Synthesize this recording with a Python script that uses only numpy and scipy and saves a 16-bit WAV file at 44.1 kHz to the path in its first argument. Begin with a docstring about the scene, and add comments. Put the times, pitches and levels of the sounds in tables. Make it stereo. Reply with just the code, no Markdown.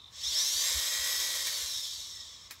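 """In a small room a humanoid robot lowers both arms.
Its servos buzz while holding, in noise pulsed at the control rate. Three motors then spin up, whine and slow down,
each a stack of sine partials locked to its speed. Random tooth impacts make the gear grind and ring the housings.
A joint clicks twice in bursts of noise, and dull thumps of swelling low sine sound over a low room rumble of noise.
Both channels are alike."""
import sys
import numpy as np
from scipy import signal
from scipy.fft import rfft, irfft
from scipy.io import wavfile
from scipy.ndimage import uniform_filter1d

SR = 44100
rng = np.random.default_rng(int(sys.argv[2]) if len(sys.argv) > 2 else 0)


def wav_out(sig):
    """Save sig, one row per channel (or a flat mono array), as 16-bit PCM at SR to the path in sys.argv[1]."""
    wavfile.write(sys.argv[1], SR, np.round(np.clip(np.atleast_2d(sig).T, -1, 1) * 32767).astype(np.int16))


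N = 114660
TIME = np.arange(N) / SR  # s
TOP_SPEED_HZ = 655  # motor turns per second

# second motor, whose speed also paces the gear ringing: (time [s], turns per second [Hz], whine level [dB])
SECOND_SPEED = [(.12, 60, -62), (.28, 290, -46), (.38, 440, -35), (.455, 500, -36), (.57, 570, -37),
                (.655, 596, -38), (.76, 618, -44), (.97, 633, -39), (1.17, 624, -41), (1.3, 606, -50),
                (1.55, 562, -43), (1.72, 500, -42), (1.85, 428, -39), (1.95, 370, -54), (2.6, 150, -68)]


def from_db(db):
    """Turn decibels into gain."""
    return 10 ** (np.asarray(db) / 20)


def rms_one(x):
    """Scale to unit power."""
    return x / np.sqrt(np.mean(x ** 2) + 1e-20)


def in_time(rows):
    """Draw an automation curve of straight lines between (time, value) rows."""
    return np.interp(TIME, *np.transpose(rows))


def coloured(x, spectrum, tilt_db=0):
    """Shape a signal by a spectrum, tilted in dB per octave, and bring it to unit power."""
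    hz, db = np.transpose(spectrum)
    table_octave = np.log2(hz)
    octave = np.log2(np.arange(N // 2 + 1) * SR / N + 1)
    # beyond both ends of the table the end level holds
    gain = from_db(np.interp(octave, table_octave, db + tilt_db * table_octave))
    return rms_one(irfft(rfft(x) * gain, N))


def drift(hz):
    """Smooth noise with a two-pole low-pass into a random modulator of spread 1."""
    r = np.exp(-2 * np.pi * hz / SR)
    noise = rng.standard_normal(N + SR)
    settled = signal.lfilter([1], [1, -2 * r, r * r], noise)[SR:]
    return rms_one(settled)


def motor(speed, orders):
    """Partials lock to a rotor, uneven below full speed; speeding up lifts the high ones, braking dulls them."""
    # how well the shells radiate the whine: (frequency [Hz], gain [dB])
    radiation = [(1000, -36), (1650, -23.5), (1930, -2), (2300, -24), (2850, -6), (3200, -4), (4200, -0.5),
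                 (5000, 3), (6000, 5), (6800, -5), (7800, 4.5), (9000, -28), (13000, -2)]
    flutter, slow_flutter, flutter_hz = .0012, .035, 90  # speed fractions: always, and added towards standstill
    rough_db, rough_hz = 1.5, 68
    waver_db, waver_hz = 2.33, 11.2
    strain_db, full_strain_hz_per_s, strained_from_order = 6, 400, 12
    braking_strain = -.6  # lowest strain

    time, turns, level = np.transpose(speed)
    hz = np.interp(TIME, time, turns)
    level_db = np.interp(TIME, time, level)
    unsteady = flutter + slow_flutter * np.clip(1 - hz / TOP_SPEED_HZ, 0, 1)
    angle = 2 * np.pi * np.cumsum(hz * (1 + unsteady * drift(flutter_hz))) / SR
    acceleration = np.gradient(hz) * SR
    strain = np.clip(acceleration / full_strain_hz_per_s, braking_strain, 1)
    strain = uniform_filter1d(strain, size=SR // 20)
    out = np.zeros(N)
    for multiple, db in orders:
        tone_db = db + np.interp(multiple * hz, *np.transpose(radiation))
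        if multiple >= strained_from_order:
            tone_db = tone_db + strain_db * strain
        chance_db = rough_db * drift(rough_hz) + waver_db * drift(waver_hz)
        out += from_db(level_db + tone_db + chance_db) * np.sin(multiple * angle)
    return out


def gears():
    """Dense random tooth impacts excite the arm shells; slow gears also ring the housings in fits."""
    # level of each noise band: (time [s], level [dB])
    middle_level = [(0, -86), (.11, -69), (.24, -57.5), (.39, -48.5), (.53, -52), (.65, -45), (.92, -44.5),
                    (1.33, -46.5), (1.55, -49), (1.68, -52.5), (1.82, -60), (2.2, -66.5), (2.6, -67.5)]
    treble_level = [(0, -67.5), (.1, -70.5), (0.149, -50), (.26, -39.5), (.39, -35), (.6, -33),
                    (1.1, -35.5), (1.45, -36), (1.84, -40.5), (1.93, -42.5), (2.02, -44), (2.25, -50.5),
                    (2.42, -56), (2.6, -59.5)]
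    top_level = [(0, -83), (.11, -82), (.24, -56.5), (.4, -45.5), (.6, -42.5), (1, -44), (1.4, -44.5),
                 (1.82, -52), (2.049, -60), (2.25, -71.5), (2.6, -88)]
    # spectrum of each noise band: (frequency [Hz], relative level [dB])
    middle = [(230, -43), (350, -11.5), (430, -18.5), (520, 0), (660, -2.5), (760, -14), (1000, 0),
              (1300, -3), (1600, 3.5), (1950, 5), (2400, 2.5), (2800, -5), (3400, -15.5)]
    treble = [(2300, -39), (2800, -11), (3150, 1), (4000, 4.5), (4800, -0.5), (5700, 4), (6500, 2.5),
              (8000, -2), (8800, -13.5), (10500, -61)]
    top = [(7000, -22), (8800, 0.5), (10300, -3), (11500, 2), (12700, -1), (14000, -7), (15700, -13.5)]
    teeth_per_s, grind_db, grind_hz = 5000, 0.61, 23.4
    ring_db, ring_loss_db = 3.5, 13  # standstill level, and its loss at top speed
    ring_flicker_db, ring_flicker_hz = 3, 29.6

    signs = rng.choice([-1, 1], N)
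    impacts = signs * (rng.random(N) < teeth_per_s / SR)
    teeth = impacts * from_db(grind_db * drift(grind_hz))
    pace = in_time([row[:2] for row in SECOND_SPEED]) / TOP_SPEED_HZ
    ring = from_db(ring_db - ring_loss_db * pace ** 2 + ring_flicker_db * drift(ring_flicker_hz))
    ringing_teeth = teeth + housing(ring * teeth)
    bands = [(teeth, middle, middle_level), (ringing_teeth, treble, treble_level), (teeth, top, top_level)]
    return sum(coloured(x, spectrum) * from_db(in_time(level)) for x, spectrum, level in bands)


def housing(x):
    """The gearbox shells ring as parallel two-pole resonators."""
    # shell resonances: (frequency [Hz], width [Hz], gain [dB])
    resonances = [(3414, 37, 2.5), (3750, 230, -0.5), (4520, 68, -1.5), (5274, 45, 12), (5450, 120, 1),
                  (7000, 140, -19), (7680, 20, -1)]
    out = np.zeros(N)
    for hz, width, db in resonances:
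        r = np.exp(-np.pi * width / SR)
        poles = [1, -2 * r * np.cos(2 * np.pi * hz / SR), r * r]
        out += from_db(db) * (1 - r * r) / 2 * signal.lfilter([1, 0, -1], poles, x)
    return out


def holding_buzz():
    """Each control pulse twitches the gears until the move begins."""
    # buzz spectrum: (frequency [Hz], relative level [dB])
    buzz_spectrum = [(2500, -27), (3300, -6), (3600, 6.5), (4000, 3), (4400, -18), (5600, -22), (8000, -45)]
    control_hz, pulse_at_s = 49, 0.022
    hold_end_s, fade_s, hold_db = 0.074, 0.045, -52

    pulses = .5 + .5 * np.cos(2 * np.pi * control_hz * (TIME - pulse_at_s))
    holding = np.clip(1 - (TIME - hold_end_s) / fade_s, 0, 1)
    return from_db(hold_db) * holding * pulses * coloured(rng.standard_normal(N), buzz_spectrum)


def clicks():
    """Play in a joint is taken up with a short crack of decaying noise."""
    # cracks, the last two close enough to make one click: (time [s], level [dB], brightness [dB per octave])
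    cracks = [(1.470, -32, 4), (2.505, -48.5, 0), (2.509, -37, 5)]
    # crack spectrum: (frequency [Hz], relative level [dB])
    crack_spectrum = [(600, -45), (1100, 10), (2100, 15), (3200, 1), (6200, -1), (8500, -11), (12000, -9),
                      (15500, -15)]
    decay_s = 0.0047

    out = np.zeros(N)
    for s, db, tilt in cracks:
        envelope = (TIME >= s) * np.exp(-np.abs(TIME - s) / decay_s)
        out += from_db(db) * envelope * coloured(rng.standard_normal(N), crack_spectrum, tilt)
    return out


def thumps():
    """Soft low knocks swell and die within a few cycles of a sine."""
    # knocks: (start time [s], envelope peak level [dB])
    knocks = [(.26, -51.5), (0.531, -53.5), (0.74, -36.5), (0.981, -51.5), (1.169, -57), (1.61, -51),
              (1.961, -61)]
    thump_hz, rise_s = 66, 0.029

    out = np.zeros(N)
    for s, db in knocks:
        age = np.maximum(TIME - s, 0)
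        swell = (age / rise_s) ** 2
        out += from_db(db) * swell * np.exp(1 - swell) * np.sin(2 * np.pi * thump_hz * age)
    return out


def room_rumble():
    """Steady noise, heaviest in the lows, lies under everything."""
    # background spectrum: (frequency [Hz], relative level [dB])
    rumble_spectrum = [(25, -39), (42, -9), (62, 0.5), (95, 0.5), (130, -7.5), (220, -15), (500, -18.5),
                       (800, -19.5), (1120, -7), (1500, -25.5), (4000, -17.5), (9000, -40), (15500, -55)]
    return from_db(-61.5) * coloured(rng.standard_normal(N), rumble_spectrum)


def room(x, wet_db):
    """Walls add a short diffuse tail of decaying noise to the direct sound."""
    t60_s = 0.13
    t = TIME[:SR // 2]
    tail = rng.standard_normal(len(t)) * from_db(-60 * t / t60_s)
    tail = tail / np.sqrt(np.sum(tail ** 2))
    return x + from_db(wet_db) * signal.fftconvolve(x, tail)[:N]


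def scene():
    """Mix motors, gears, joints and thumps over the rumble, alike in both channels."""
    # first and third motor: (time [s], turns per second [Hz], whine level [dB])
    lead_speed = [(.12, 80, -62), (.25, 292, -42), (.285, 342, -36), (.32, 385, -44), (.36, 446, -38),
                  (.415, 502, -38), (.5, 565, -47), (.69, 634, -39), (.82, 641, -43), (1.0, 652, -42),
                  (1.1, 654, -34), (1.26, 655, -40), (1.4, 644, -43), (1.56, 635, -43), (1.85, 572, -46),
                  (2.2, 432, -51), (2.6, 230, -66)]
    third_speed = [(.2, 150, -56), (.47, 543, -38), (.6, 605, -42), (.8, 630, -40), (.98, 642, -39),
                   (1.26, 647, -40), (1.42, 637, -45), (1.75, 530, -52), (2.02, 440, -48), (2.6, 250, -68)]
    # whine partials of each motor: (multiple of the speed, level [dB])
    lead_orders = [(3, -9), (8, -5), (12, -0.5), (16, -8), (20, -6.5)]
    second_orders = [(3, -6), (8, 1.5), (12, -4.5), (20, -8)]
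    third_orders = [(3, 2.5), (5, 1.5), (7, -10), (10, 2), (12, -19)]

    rotors = motor(lead_speed, lead_orders)
    rotors += motor(SECOND_SPEED, second_orders)
    rotors += motor(third_speed, third_orders)
    whine = (rotors + housing(rotors)) / 2
    servos = room(whine, wet_db=-7) + room(gears() + holding_buzz(), wet_db=-4.5)
    mono = servos + room(clicks(), wet_db=2) + thumps() + room_rumble()
    return np.array([mono, mono])


def record(dry):
    """Cut the top steeply at 15.8 kHz, filtering forwards and backwards to keep the phase."""
    low_pass = signal.ellip(10, .1, 60, 15800, fs=SR, output="sos")
    return signal.sosfiltfilt(low_pass, dry)


dry = scene()
out = record(dry)
wav_out(out)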